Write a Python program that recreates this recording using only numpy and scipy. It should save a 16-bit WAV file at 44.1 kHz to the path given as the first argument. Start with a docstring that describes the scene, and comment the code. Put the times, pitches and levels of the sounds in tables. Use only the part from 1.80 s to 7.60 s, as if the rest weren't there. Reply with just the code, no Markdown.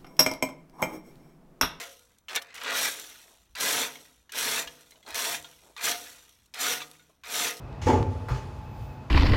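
"""A plastic fan rake is pulled over pebbles and dry leaves in a quiet garden, a few metres away.
In each stroke the tines clatter down, then catch and slip on the stones; these impacts excite
the normal modes of the rake head. The pebbles collide in small avalanches, and the thrown gravel
and leaves trickle to rest. Soft scuffs and dull thuds lie beneath the raking, while planters and
a low wall scatter a faint echo into the outdoor air."""
import sys
import numpy as np
from scipy import signal
from scipy.fft import rfft, irfft, next_fast_len
from scipy.io import wavfile
from scipy.ndimage import map_coordinates

SR = 44100
rng = np.random.default_rng(int(sys.argv[2]) if len(sys.argv) > 2 else 0)


def dump_mix(stems):
    """Bounce the given channels to the path in sys.argv[1] as a 16-bit WAV at rate SR."""
    frames = np.atleast_2d(stems).T  # one column per channel
    limited = np.clip(frames, -1, 1)  # hard clip at full scale
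    pcm = np.round(limited * 32767).astype(np.int16)
    wavfile.write(sys.argv[1], SR, pcm)


N = 255780

# Levels are relative within each table; t60 is the time taken to decay by 60 dB.
# Rake strokes: touch-down t/s, time to grip/s, time until stones roll/s, abruptness (power of time),
# time to lift/s, release time/s, landing tap/dB, skimming/dB, stones/dB, tines/dB, trickle/dB,
# settling rate/(dB/s), free ring of the head/dB
RAKE_STROKES = [ (-0.2, .08, .1, 2, 0.21, 0.12, -30, -46, -42, -39, -48.5, 76, 2.5),
                (0.484, 0.082, 0.085, 6.5, 0.088, 0.027, -23.5, -44.5, -45, -31.5, -72.5, 73, -8),
                (0.617, .05, 0.039, 0.91, 0.15, .04, -32, -64.5, -78, -58, -80, 70, -1),
                (0.741, 0.12, .235, 2.7, .34, 0.054, -34.5, -46, -30, -33, -39, 56.5, -5),
                (1.752, 0.062, 0.056, 1.7, 0.28, 0.11, -25.5, -43.5, -30, -32.5, -44.5, 74, -2),
                (2.519, 0.13, .058, 0.84, 0.28, 0.078, -33, -46.5, -32, -33.5, -51, 49.5, -3),
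                (3.264, 0.085, 0.09, 27, 0.28, 0.079, -33, -47, -33.5, -36, -52.5, 43.5, -2),
                (3.965, 0.094, 0.074, 1.9, 0.15, 0.072, -28.5, -48, -30, -33.5, -40, 63, -3.5),
                (4.739, 0.1, 0.071, 1.66, 0.18, 0.13, -25.5, -46, -30.5, -33.5, -46, 72, -2),
                (5.436, 0.15, 0.11, 1.06, 0.24, 0.096, -30, -49, -31, -34.5, -46, 51, -1)]
# Spectrum of colliding pebbles: f/Hz, level/dB
PEBBLE_SPECTRUM = [(100, -26.5), (400, -5), (1500, -16.5), (2800, -2), (3500, 2), (4200, -0.5),
                   (4900, -6.5), (5800, 4.5), (6600, -3.5), (7300, -0.5), (10200, -3.5), (11600, -2),
                   (13500, -6.5), (16000, -9.5)]
# Spectrum of scraping tines: f/Hz, level/dB
TINE_SPECTRUM = [(100, -44), (400, -23.5), (750, -27.5), (1000, -14), (1400, -2), (1700, -2.5),
                 (2100, -2.5), (2500, -1), (2900, -7), (3500, -2), (4200, -3.5), (5000, -8), (8000, -13.5),
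                 (16000, -67)]
# Spectrum of stones shoved through the bed: f/Hz, level/dB
DIG_SPECTRUM = [(40, -14), (130, -8.5), (190, -9.5), (265, -0.5), (360, -11), (440, 1.5), (580, -6.5),
                (700, 0), (900, 0), (1300, 2), (1800, -13), (5000, -31.5)]
# Normal modes of the rake head: f/Hz, level/dB, t60/s
HEAD_MODES = [(152, 6, 1), (250, -4.5, 1), (291.4, 0.5, 0.74), (310.8, 10, 0.73), (439, -3, 0.55),
              (490, 3, 0.62), (551.5, 7, 0.41), (684, 3, 0.31), (714, 5.5, 0.33), (1042, 5.5, 0.028),
              (1262, -1, 0.36), (1447, -0.5, 0.087), (1743, -14, 0.16), (2190, -5, 0.11), (2502, -13, 0.09)]
# Reverberation time of the garden: f/Hz, t60/s
ECHO_DECAY = [(150, 1), (1000, 0.59), (4000, 0.07), (8000, 0.17), (14000, 0.24)]
# Spectrum of the outdoor air: f/Hz, level/dB
AIR_SPECTRUM = [(20, -5), (70, -3), (146, -3), (277, -5.5), (485, -13), (1220, -13), (2820, -25),
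                (5850, -38), (10500, -32), (16000, -51)]
# Tines catching on a stone or springing free: t/s, peak level/dB, t60/s
TINE_TAPS = [(.056, -34.5, 0.12), (0.531, -29, 0.029), (0.564, -13, 0.023), (2.156, -30, 0.053),
             (2.253, -42, 0.053), (2.494, -35.5, 0.091), (2.874, -24, 0.067), (3.12, -38, .09),
             (3.158, -43, 0.072), (3.228, -42.5, 0.17), (3.645, -27, 0.11), (5.004, -25, 0.12),
             (5.018, -22.5, 0.11), (5.195, -43, 0.12)]
# Spectrum of a tine tap: f/Hz, level/dB
TAP_SPECTRUM = [(80, -23), (400, -33), (900, 0), (2100, 0), (4000, 3.5), (5000, -6), (6500, -1),
                (9000, -19.5), (16000, -14)]
# Single pebbles struck hard: t/s, peak level/dB, t60/s
PEBBLE_CLACKS = [(.385, -45, 0.018), (.5535, -15, 0.018), (.5595, -12.5, 0.022), (.5655, -29, 0.017),
                 (.621, -29.5, 0.034), (.8346, -28, 0.038), (1.1967, -23, .032), (1.755, -31, 0.014),
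                 (2.521, -26, 0.027), (3.108, -38, 0.059), (3.306, -28, 0.035), (3.345, -17, 0.013),
                 (3.3555, -36, .02), (4.493, -42, 0.041), (4.659, -47, 0.023), (4.743, -27.5, 0.022),
                 (5.114, -28, 0.0047)]
# Soft scuffs in the gravel: centre t/s, Gaussian width/s, level/dB
GRAVEL_SCUFFS = [(0.524, 0.02, -48.5), (1.493, 0.057, -64.5), (3.164, 0.042, -67.5), (3.294, 0.021, -49),
                 (3.874, 0.031, -57), (5.299, 0.0065, -62.5)]
# Spectrum of a scuff: f/Hz, level/dB
SCUFF_SPECTRUM = [(100, -28), (400, -3), (700, 0), (1100, -4), (1700, -21), (4000, -19), (8000, -16.5),
                  (16000, -30)]
# Low thuds under the raking: t/s, peak level/dB
THUDS = [(1.697, -57), (1.733, -56), (2.862, -53), (3.315, -53), (3.60, -58)]

TOP_HZ = 15950


def amp(db):
    """Amplitude ratio of a level in decibels."""
    return 10 ** (np.asarray(db) / 20)


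def unit(x):
    """Normalisation to an rms value of 1."""
    return x / np.sqrt(np.mean(x ** 2) + 1e-20)


def along(points, hz):
    """Interpolation of (f/Hz, value) points on a logarithmic frequency axis."""
    f, values = np.transpose(points)
    return np.interp(np.log(hz + 1), np.log(f + 1), values)


def seconds(length):
    """Time axis of a short sound."""
    return np.arange(int(length * SR)) / SR


def wobble(rate):
    """Smooth random modulation: a spline through `rate` Gaussian values a second."""
    return map_coordinates(rng.standard_normal(int(N * rate / SR) + 4), [np.arange(N) * rate / SR])


def coloured(x, points, size=8192):
    """Minimum-phase filtering, at unit energy, by a spectrum of (f/Hz, level/dB) points."""
    cepstrum = irfft(np.log(amp(along(points, np.fft.rfftfreq(size, 1 / SR)))))
    cepstrum[1:size // 2] *= 2
    cepstrum[size // 2 + 1:] = 0
    response = irfft(np.exp(rfft(cepstrum)))
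    return signal.fftconvolve(x, response / np.linalg.norm(response))[:len(x)]


def contact(t60, ring_hz, ring_t60, ring_share, count=3):
    """Impulse response of a small body, at unit energy: a crack and damped modes around ring_hz."""
    t = seconds(.1)
    crack = rng.standard_normal(len(t)) * amp(-60 * t / t60)
    pitches = np.minimum(ring_hz * np.exp(.5 * rng.standard_normal((count, 1))), TOP_HZ)
    ring = np.sin(2 * np.pi * pitches * t).sum(0) * amp(-60 * t / ring_t60)
    click = unit(crack) + ring_share * unit(ring)
    return click / np.linalg.norm(click)


def collisions(gain, full_rate, crowding, spread_db, bodies, turnover, count=8):
    """Poisson impacts, denser and harder as motion grows; `turnover` bodies a second come into play."""
    rate = full_rate * (gain / gain.max() + 1e-6) ** crowding
    hit = np.flatnonzero(rng.random(N) < rate / SR)
    size = unit(amp(spread_db * np.clip(rng.standard_normal(N), -2, 2)))[hit]
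    size *= rng.choice([-1, 1], N)[hit] * gain[hit] * np.sqrt(SR / rate[hit])
    owner = (turnover * hit / SR + rng.integers(count, size=N)[hit]).astype(int) % len(bodies)
    return sum(signal.oaconvolve(np.bincount(hit, size * (owner == k), N), body)[:N]
               for k, body in enumerate(bodies))


def stroke_envelopes(sag_db_per_s=9, release_db=23.5, touch_s=0.0041):
    """Amplitude envelopes of stones, tines and loose pebbles: skim, bite, slackening pull and lift."""
    now, gains = np.arange(N) / SR, np.zeros((3, N))
    for touch, grip, roll, abrupt, length, release, *levels in RAKE_STROKES:
        _, skim_db, stones_db, tines_db, trickle_db, settling, _ = levels
        t = np.maximum(now - touch, 0)
        lifted = np.maximum(t - length, 0)
        fade_db = sag_db_per_s * np.maximum(t - roll, 0) + release_db * lifted / release
        # Skimming stirs few stones; the tines take hold less abruptly than the stones.
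        stones = np.interp((t / roll) ** abrupt, [0, 1], [skim_db - 12, stones_db])
        scrape = np.interp((t / grip) ** (0.76 * abrupt), [0, 1], [skim_db, tines_db])
        landed = 1 - np.exp(-t / touch_s)  # the tines do not all land at once
        pull = amp(np.array([stones, scrape, np.full(N, skim_db)]) - fade_db) * landed
        # Stones falling back also strike the lifted tines, more weakly.
        trickle = amp(trickle_db - settling * lifted) * amp([[0], [-7], [0]]) * (lifted > 0)
        gains = np.maximum(gains, np.maximum(pull, trickle))
    return gains


def gravel(gain, count=48):
    """Granular flow: pebbles and dry leaves knock together in small avalanches."""
    pebbles = [contact(t60=0.0062, ring_hz=4946, ring_t60=0.042, ring_share=0.5) for _ in range(count)]
    clumps = amp(0.93 * wobble(130))
    hits = collisions(gain * clumps, full_rate=6000, crowding=.27, spread_db=3.0,
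                      bodies=pebbles, turnover=120)
    return coloured(hits, PEBBLE_SPECTRUM)


def loose_pebbles(gain, count=24):
    """Sparse impacts, heard singly: pebbles tick against each other and against the tines."""
    pebbles = [contact(t60=0.028, ring_hz=6100, ring_t60=0.017, ring_share=0.46) for _ in range(count)]
    prongs = [contact(t60=.025, ring_hz=2026, ring_t60=0.041, ring_share=0.77) for _ in range(count)]
    on_stone = collisions(gain, full_rate=64, crowding=0.19, spread_db=7.5, bodies=pebbles, turnover=15)
    on_tine = collisions(gain, full_rate=58, crowding=0.071, spread_db=2.5, bodies=prongs, turnover=15)
    return amp(-9.5) * coloured(on_stone, PEBBLE_SPECTRUM) + amp(-13.5) * coloured(on_tine, TINE_SPECTRUM)


def tines(gain, count=36):
    """Stick-slip: each springy tine catches on a stone and slips off it with a short twang."""
    prongs = [contact(t60=0.016, ring_hz=2206.6, ring_t60=0.05, ring_share=0.62) for _ in range(count)]
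    catches = amp(0.7 * wobble(70))
    hits = collisions(gain * catches, full_rate=2800, crowding=.42, spread_db=6.5,
                      bodies=prongs, turnover=50, count=6)
    return coloured(hits, TINE_SPECTRUM)


def digging(tine_gain, stone_gain, deep_hz=120, thin_hz=1000, slide=0.41, lag_s=0.043, count=12):
    """Impact noise with a moving cutoff: as the tines bite and bend, the crunch spreads downward."""
    shoves = [contact(t60=0.016, ring_hz=919, ring_t60=0.051, ring_share=0.24) for _ in range(count)]
    hits = collisions(tine_gain, full_rate=3500, crowding=0.33, spread_db=1, bodies=shoves, turnover=20)
    pole = np.exp(-1 / (SR * lag_s))  # the bite builds up and lets go with a lag
    bite = signal.lfilter([1 - pole], [1, -pole], stone_gain / stone_gain.max()) + 1e-6
    hz, t, spectra = signal.stft(coloured(hits, DIG_SPECTRUM), SR, nperseg=512)
    cutoff_hz = np.minimum(deep_hz * np.interp(t, np.arange(N) / SR, bite) ** -slide, thin_hz)
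    above = (hz[:, None] / cutoff_hz) ** 2
    highpass = above / np.hypot(1, above)
    return signal.istft(spectra * highpass, SR, nperseg=512)[1][:N]


def rake_head(drive, detune=0.0093, spread_db=3.5):
    """Modal resonance: shaken by the tines, the fan rings on, bent a little differently each stroke."""
    t, out = seconds(1), np.zeros(N + SR)
    edges = [0] + [int(touch * SR) for touch, *_ in RAKE_STROKES[1:]] + [N]
    for start, end, (*_, free_db) in zip(edges, edges[1:], RAKE_STROKES):
        ring = np.zeros(len(t))
        for hz, db, t60 in HEAD_MODES:
            weakening, bend = rng.standard_normal(2)
            envelope = amp(db - spread_db * weakening - 60 * t / t60) / np.sqrt(t60)
            ring += envelope * np.sin(2 * np.pi * hz * (1 + detune * bend) * t)
        rung = signal.fftconvolve(drive[start:end], ring / np.linalg.norm(ring))
        out[start:start + len(rung)] += amp(free_db) * rung
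    return out[:N]


def echo(x, build_s=0.0079):
    """Diffuse scattering from planters, wall and shrubs; the treble dies first."""
    hz, t, spectra = signal.stft(rng.standard_normal(SR), SR, nperseg=256)
    decay = amp(-60 * t / along(ECHO_DECAY, hz)[:, None])
    tail = signal.istft(spectra * decay, SR, nperseg=256)[1]
    tail *= 1 - np.exp(-np.arange(len(tail)) / SR / build_s)
    return signal.fftconvolve(x, tail / np.linalg.norm(tail))[:N]


def garden_air():
    """Ambient noise: faint broadband outdoor air and an amplitude-modulated rumble."""
    air = unit(coloured(rng.standard_normal(N), AIR_SPECTRUM))
    rumble = coloured(rng.standard_normal(N), [(20, -34), (55, 2.5), (85, -7), (160, -21), (600, -68)])
    return amp(-73) * air + amp(-74.5 + 1.6 * wobble(10)) * unit(rumble)


def blows(rows, spectrum, ring_hz, ring_t60, ring_share):
    """Impulsive excitation of a tine or pebble: one click per row of t/s, peak level/dB, t60/s."""
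    out = np.zeros(N + SR)
    for onset, db, t60 in rows:
        click = coloured(contact(t60, ring_hz, ring_t60, ring_share), spectrum)
        out[int(onset * SR):][:len(click)] += amp(db) * click / np.abs(click).max()
    return out[:N]


def scuffs(count=12):
    """Granular shear: a few stones shift under a light load, in a dull rustle that swells and fades."""
    now = np.arange(N) / SR
    gain = sum(amp(db) * np.exp(-.5 * ((now - centre) / width) ** 2)
               for centre, width, db in GRAVEL_SCUFFS)
    stones = [contact(t60=.01, ring_hz=895, ring_t60=0.059, ring_share=0.21) for _ in range(count)]
    hits = collisions(gain, full_rate=1200, crowding=0.2, spread_db=3.5, bodies=stones, turnover=20)
    return coloured(hits, SCUFF_SPECTRUM)


def thuds(median_hz=62, t60=0.16, attack_s=0.006):
    """Damped oscillation: each dull thud is a low sinusoid that dies within a few cycles."""
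    t, out = seconds(.3), np.zeros(N + SR)
    envelope = amp(-60 * t / t60) * (1 - np.exp(-t / attack_s))
    for onset, db in THUDS:
        hz = median_hz * np.exp(0.14 * rng.standard_normal())
        thud = np.sin(2 * np.pi * hz * t) * envelope
        out[int(onset * SR):][:len(t)] += amp(db) * thud / np.abs(thud).max()
    return out[:N]


def scene(landing_t60=0.073):
    """Superposition of the rake in the gravel, its echo, the thuds and the garden air."""
    stone_gain, tine_gain, loose_gain = stroke_envelopes()
    stones = amp(1.0) * gravel(stone_gain) + loose_pebbles(loose_gain)
    stones += amp(-3) * blows(PEBBLE_CLACKS, PEBBLE_SPECTRUM,
                              ring_hz=6070, ring_t60=0.012, ring_share=0.28)
    landings = [(touch, tap_db, landing_t60)
                for touch, _, _, _, _, _, tap_db, *_ in RAKE_STROKES if touch > 0]
    plastic = amp(-1.7) * tines(tine_gain) + amp(-7.5) * digging(tine_gain, stone_gain)
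    plastic += amp(-4.5) * blows(landings + TINE_TAPS, TAP_SPECTRUM,
                                 ring_hz=2241, ring_t60=0.071, ring_share=0.65)
    rake = stones + plastic + amp(-11) * rake_head(plastic) + scuffs()
    return (rake + amp(-19) * echo(rake) + thuds() + garden_air())[None]


def record(dry):
    """Band limiting: an ideal low-pass filter removes everything above TOP_HZ."""
    size = next_fast_len(N + SR // 2)
    passband = np.fft.rfftfreq(size, 1 / SR) < TOP_HZ
    return irfft(rfft(dry, size) * passband, size)[..., :N]


dry = scene()
out = record(dry)
dump_mix(out)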